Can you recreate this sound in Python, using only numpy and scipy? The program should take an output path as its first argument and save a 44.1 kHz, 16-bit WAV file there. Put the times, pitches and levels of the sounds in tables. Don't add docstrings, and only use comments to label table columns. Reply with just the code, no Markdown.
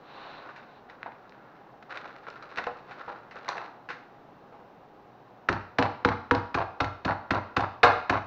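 import sys
import numpy as np
from scipy import signal
from scipy.fft import rfft, irfft
from scipy.io import wavfile
from scipy.ndimage import uniform_filter1d, minimum_filter1d

SR = 44100
rng = np.random.default_rng(int(sys.argv[2]) if len(sys.argv) > 2 else 0)


def output_pcm(signal):
    pcm = np.clip(np.atleast_2d(signal).T, -1, 1) * 32767
    wavfile.write(sys.argv[1], SR, np.round(pcm).astype(np.int16))


N = 364266
T = np.arange(N) / SR
AGE = np.arange(SR // 2) / SR

# (frequency [Hz], gain [dB])
AIR_EQ = [(25, -17.5), (60, -12.5), (90, -17), (130, -4), (250, -1), (400, -1), (750, -2), (1100, -5),
          (1600, -12), (2300, -17), (3250, -12.5), (4000, -20), (8000, -17)]
# (frequency [Hz], level [dB])
HUM_TONES = [(120, -69), (732, -66.5), (813, -63.5), (942, -71.5)]
# (frequency [Hz], gain [dB], t60 [s])
REVERB_BANDS = [(60, -4.5, 0.57), (157, 2, 0.36), (424, -3.5, 0.38), (1000, -4.5, 0.52), (2500, -7.5, 0.53),
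                (4870, -6, 0.48), (10000, -10.5, .3)]
# (frequency [Hz], gain [dB])
MIC_EQ = [(30, 3.5), (80, 1), (1600, 0.5), (2700, -5.5), (3250, -13.5), (3900, -6), (4900, -13),
          (5800, -16), (7000, -26), (8500, -37.5), (11000, -45), (15500, -43.5)]
# (frequency [Hz], gain [dB])
HISS_EQ = [(1000, -17), (10000, -8), (12000, -4.5), (14000, 5.5), (16000, -1)]

# (time [s], level [dB])
SLIDE_ENVELOPE = [(0, -61.5), (.1, -48), (.2, -44.5), (.27, -43.5), (.38, -45), (.5, -58), (.62, -59),
                  (.8, -56.5)]
# (start [s], length [s], crinkle level [dB], creases re crinkle [dB])
BAG_MOVES = [(0.417, 0.16, -48, -9), (0.865, 0.78, -57, -15), (1.894, 0.063, -40, -7),
             (2.027, .15, -47.5, -4.5), (2.23, 0.35, -48, -5), (2.554, 0.24, -53.5, 1.5),
             (2.883, 0.28, -45, -10), (3.344, 0.14, -44.5, -4.5), (3.475, .16, -47.5, -5)]
# (frequency [Hz], gain [dB])
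SLIDE_EQ = [(150, -24.5), (500, -6.5), (1150, -2.5), (2000, -11.5), (3000, -6), (4000, -5.5), (5000, -18),
            (9000, -25)]
CRINKLE_EQ = [(40, -45), (150, -29), (400, 3.5), (800, -2), (1400, 4), (2100, -6.5), (3500, -9),
              (8000, -19.5)]
CREASE_EQ = [(100, -40), (1000, -8), (2500, 4.5), (4500, -1), (6000, -5), (9000, -4), (14000, -7)]
# (time [s], level [dB], pitch [Hz])
MEAT_GRABS = [(1.0305, -35.5, 1740), (1.121, -50, 1890), (1.295, -51, 4440), (1.323, -51.5, 1930)]
# (time [s], level [dB], pitch [Hz], decay [s])
FOLD_SNAPS = [(0.562, -41, 1810, 0.029), (0.898, -44, 1850, .007), (1.826, -46, 2090, 0.0042),
              (1.9727, -33.5, 2230, 0.0051), (2.302, -43, 4000, 0.0013), (2.425, -45, 4200, 0.0054),
              (2.573, -29, 1670, 0.012), (2.584, -26, 1440, 0.007), (2.64, -36, 1960, 0.0046),
              (2.668, -35, 1660, .0047), (2.910, -38, 1300, 0.022), (3.311, -41, 1980, 0.022),
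              (3.365, -49, 1700, 0.0044), (3.481, -30.5, 1350, 0.015), (3.4887, -24, 4830, 0.0025),
              (3.5802, -33, 1670, 0.0036), (3.889, -31.5, 1730, 0.044), (3.903, -32, 1600, 0.014)]
# (time [s], bump [dB], decay [s], board ring [dB])
BOARD_BUMPS = [(1.06, -35, 0.018, -51), (2.580, -32.5, 0.017, -40), (2.669, -29, 0.018, -31),
               (3.079, -34, 0.026, -41), (3.489, -30, 0.011, -60), (3.552, -31.5, 0.082, -49),
               (3.898, -47, 0.026, -45), (4.525, -46.5, 0.045, -52.5), (4.602, -54, 0.013, -52)]

# (frequency [Hz], level [dB], t60 [s])
THUD_MODES = [(63.7, -7.5, 0.12), (97, 0.5, 0.18), (120.9, -1, 0.21), (171.4, -5.5, 0.095),
              (227.6, 6.5, 0.037), (284.5, 1.5, 0.077), (340, 0.5, 0.079), (403, -4.5, 0.079)]
BOARD_MODES = [(486.6, 1.5, 0.14), (620, -15.5, .08), (851.6, -7.5, 0.16), (975, -14.5, 0.19),
               (1080, -21.5, 0.091)]
PIN_MODES = [(607, -4.5, 0.18), (732, 2.5, 0.088), (907, -12, 0.04), (1010, -8, 0.077), (1002, -3, 0.2),
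             (1073, 0.5, 0.13), (1190, 0, 0.06), (1345, -4, 0.079), (1355, -5, 0.34), (1596, 2, 0.07),
             (2040, -19.5, 0.073), (2150, -15.5, 0.1)]
# (frequency [Hz], gain [dB])
FILM_EQ = [(150, -9), (600, 2.5), (1500, 2.5), (2600, 5.5), (4500, 0), (8000, -8), (15000, -5)]
KNOCK_EQ = [(40, -46), (250, -18), (550, -8.5), (750, -0.5), (980, -1), (1300, -5.5), (1900, -15),
            (4000, -22.5), (9000, -44.5)]
CRACK_EQ = [(100, -22), (600, -7.5), (1200, 2.5), (1900, -11.5), (2800, -7.5), (5000, -14.5), (8000, -12.5),
            (14000, -24.5)]
# (delay after blow [s], relative level [dB])
AXLE_BOUNCES = [(.026, -5), (.036, -5), (.044, -5.5), (.055, -4.5), (.066, -5.5), (.074, -7.5)]
# (time [s], force [dB], squareness [dB], board ring [dB], rattle [dB], axle click [dB])
PIN_BLOWS = [(5.4898, -24.5, 3, -49, -29.5, -28.5), (5.7880, -22.5, 0, -22.5, -20.5, -21.5),
             (6.0503, -23.5, 5, -19.5, -24.5, -27), (6.3120, -26, 7, -19, -26, -26),
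             (6.5486, -30, -5, -37, -20.5, -36), (6.8066, -26, -2, -31, -31.5, -29),
             (7.0532, -31.5, -4, -36, -19.5, -42), (7.3100, -25, 0, -35.5, -22, -32.5),
             (7.5692, -24.5, -1, -31.5, -21, -29.5), (7.8354, -7, -.5, -15.5, -14.5, -41),
             (8.0994, -23, 0, -35.5, -19.5, -40)]


def undb(db):
    return 10 ** (np.asarray(db) / 20)


def level(x, db):
    return x * undb(db) / np.sqrt(np.mean(x ** 2))


def strength(x, db):
    return x * undb(db) / np.sqrt(np.sum(x ** 2) / (.01 * SR))


def add(out, time_s, x, db):
    i = max(int(time_s * SR), 0)
    out[i:i + len(x)] += strength(x, db)[:max(len(out) - i, 0)]


def log_interp(hz, points_hz, values):
    return np.interp(np.log(hz + 1), np.log(points_hz), values)


def colour(x, eq, size=2048):
    gain_db = log_interp(np.fft.rfftfreq(size, 1 / SR), *np.transpose(eq))
    cepstrum = irfft(np.log(undb(gain_db)))
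    cepstrum[1:size // 2] *= 2
    cepstrum[size // 2 + 1:] = 0
    return signal.fftconvolve(x, irfft(np.exp(rfft(cepstrum))))[:len(x)]


def bandpass(x, hz, q, stages=1):
    for _ in range(stages):
        x = signal.lfilter(*signal.iirpeak(hz, q, fs=SR), x + 1e-18)
    return x


def burst(decay_s):
    return rng.standard_normal(len(AGE)) * np.exp(-AGE / decay_s)


def crackle(per_s, spread_db):
    size = undb(spread_db * np.minimum(rng.exponential(size=N), 4))
    return (rng.random(N) < per_s / SR) * size * rng.choice([-1, 1], N)


def ring(modes, detune, scatter_db):
    hz, db, t60_s = np.transpose(modes)[:, :, None]
    jitter = rng.standard_normal((len(modes), 2, 1))
    polarity = (-1) ** np.arange(len(modes))[:, None]
    swing = polarity * np.sin(2 * np.pi * hz * (1 + detune * jitter[:, 0]) * AGE)
    fade = np.exp(-np.log(1000) * AGE / t60_s)
    return np.sum(undb(db + scatter_db * jitter[:, 1]) * swing * fade, axis=0)


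def air(rush_db=-52.5, hum_width_hz=11):
    waver_db = .4 * np.interp(T, np.linspace(0, T[-1], 50), rng.standard_normal(50))
    rush = level(colour(rng.standard_normal(N), AIR_EQ), rush_db)
    hum = sum(level(bandpass(rng.standard_normal(N), hz, hz / hum_width_hz), db) for hz, db in HUM_TONES)
    return (rush + hum) * undb(waver_db)


def kitchen_reverb(x, build_s=0.0031):
    bands_hz, gains_db, t60s_s = np.transpose(REVERB_BANDS)
    bins_hz = np.fft.rfftfreq(len(AGE), 1 / SR)
    noise, tail = rfft(rng.standard_normal(len(AGE))), 0
    for share, db, t60_s in zip(np.eye(len(bands_hz)), gains_db, t60s_s):
        band = irfft(noise * log_interp(bins_hz, bands_hz, share), len(AGE))
        fade = np.exp(-np.log(1000) * AGE / t60_s) * (1 - np.exp(-(AGE / build_s) ** 2))
        tail += undb(db) * band * fade / np.linalg.norm(fade)
    return signal.fftconvolve(x, tail)[:N]


def bag_slide():
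    friction = level(colour(crackle(per_s=11000, spread_db=0.5), SLIDE_EQ), 0)
    return friction * undb(np.interp(T, *np.transpose(SLIDE_ENVELOPE), right=-120))


def bag_crinkle(fits_per_s=45, fits_db=6.5, attack_s=0.0053, release_s=0.057):
    fits = undb(fits_db * rng.uniform(-1, 1, N)[(T * fits_per_s).astype(int)])
    folds = sum(bandpass(crackle(per_s=220, spread_db=1.5), hz, q=0.66) for hz in (790, 1400, 2450, 4200))
    crinkle = level(colour(folds * fits, CRINKLE_EQ), -1)
    creases = level(colour(crackle(per_s=120, spread_db=3) * fits, CREASE_EQ), 0)
    start_s, length_s, db, crease_db = np.transpose(BAG_MOVES)[:, :, None]
    attack = np.clip((T - start_s) / attack_s, 0, 1)
    release = np.exp(-np.clip((T - start_s - length_s) / release_s, 0, 20))
    effort = undb(db) * attack * release
    return crinkle * effort.sum(axis=0) + creases * (effort * undb(crease_db)).sum(axis=0)


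def meat_smack(hz, q):
    return bandpass(signal.unit_impulse(len(AGE)), hz, q, stages=3)


def handling():
    out = np.zeros(N)
    for time_s, db, hz in MEAT_GRABS:
        add(out, time_s, meat_smack(hz, q=0.67), db)
    for time_s, db, hz, decay_s in FOLD_SNAPS:
        pop = strength(signal.unit_impulse(len(AGE)), -12)
        crumple = strength(burst(decay_s), 0)
        add(out, time_s, bandpass(pop + crumple, hz, q=1.15), db)
    for time_s, db, decay_s, board_db in BOARD_BUMPS:
        add(out, time_s, colour(burst(decay_s), KNOCK_EQ), db)
        add(out, time_s, ring(BOARD_MODES, detune=0.006, scatter_db=1), board_db)
    return out


def film_slap(lead_s, decay_s=0.0049):
    swell = np.minimum(AGE / lead_s, 1) ** 0.24
    fade = np.exp(-np.maximum(AGE - lead_s, 0) / decay_s)
    return colour(rng.standard_normal(len(AGE)) * swell * fade, FILM_EQ)


def barrel_rattle(scatter_db=1.5):
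    out = np.zeros(len(AGE))
    for delay_s, db in AXLE_BOUNCES:
        knock = colour(burst(decay_s=0.005), KNOCK_EQ)
        add(out, delay_s, knock, db - scatter_db * rng.standard_normal())
    return out


def pin_clack():
    modes = ring(PIN_MODES, detune=0.011, scatter_db=3.5)
    crack = colour(burst(decay_s=0.013), CRACK_EQ)
    return strength(modes, 0) + strength(crack, 0)


def pounding(contact_lead_s=0.001175, cushion_s=0.0019, rebound_s=0.0378):
    out = np.zeros(N)
    cushion = 1 - np.exp(-AGE / cushion_s)
    for blow, (time_s, force_db, square_db, board_db, rattle_db, click_db) in enumerate(PIN_BLOWS):
        film_lead_s = 0.0038 * np.exp(-0.08 * square_db)
        add(out, time_s - film_lead_s, film_slap(film_lead_s), -2.5 + 0.7 * force_db)
        add(out, time_s - contact_lead_s, meat_smack(hz=1382, q=1.43), force_db + square_db)
        thud = ring(THUD_MODES, detune=0.016, scatter_db=0.5)
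        add(out, time_s, cushion * thud, -25.5 + 0.37 * square_db)
        board = ring(BOARD_MODES, detune=0.0075, scatter_db=5)
        add(out, time_s, cushion * board, board_db)
        add(out, time_s - contact_lead_s, pin_clack(), force_db - square_db)
        squash = bandpass(burst(decay_s=0.016), hz=220, q=0.9, stages=2)
        add(out, time_s, squash, -26 - 1.5 * blow)
        film_lift = bandpass(burst(decay_s=0.0058), hz=3600, q=0.8)
        add(out, time_s + rebound_s, film_lift, click_db - 8)
        axle_click = colour(burst(decay_s=0.0013), FILM_EQ)
        add(out, time_s + rebound_s, axle_click, click_db)
        add(out, time_s, barrel_rattle(), rattle_db)
    return out


def scene():
    blows = pounding()
    bagging = bag_slide() + bag_crinkle() + handling()
    reverb = kitchen_reverb(undb(-1.5) * blows + undb(-1) * bagging)
    return (blows + bagging + reverb + air())[None]


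def record(dry, hiss_db=-87.5, ceiling_db=-3.8, window_samples=131, cutoff_hz=15900):
    mic = colour(dry[0], MIC_EQ) + level(colour(rng.standard_normal(N), HISS_EQ), hiss_db)
    gain = np.minimum(1, undb(ceiling_db) / (np.abs(mic) + 1e-9))
    smooth_gain = uniform_filter1d(minimum_filter1d(gain, window_samples), window_samples)
    lowpass = signal.ellip(8, .2, 70, cutoff_hz, fs=SR, output="sos")
    return signal.sosfilt(lowpass, mic * smooth_gain)[None]


dry = scene()
out = record(dry)
output_pcm(out)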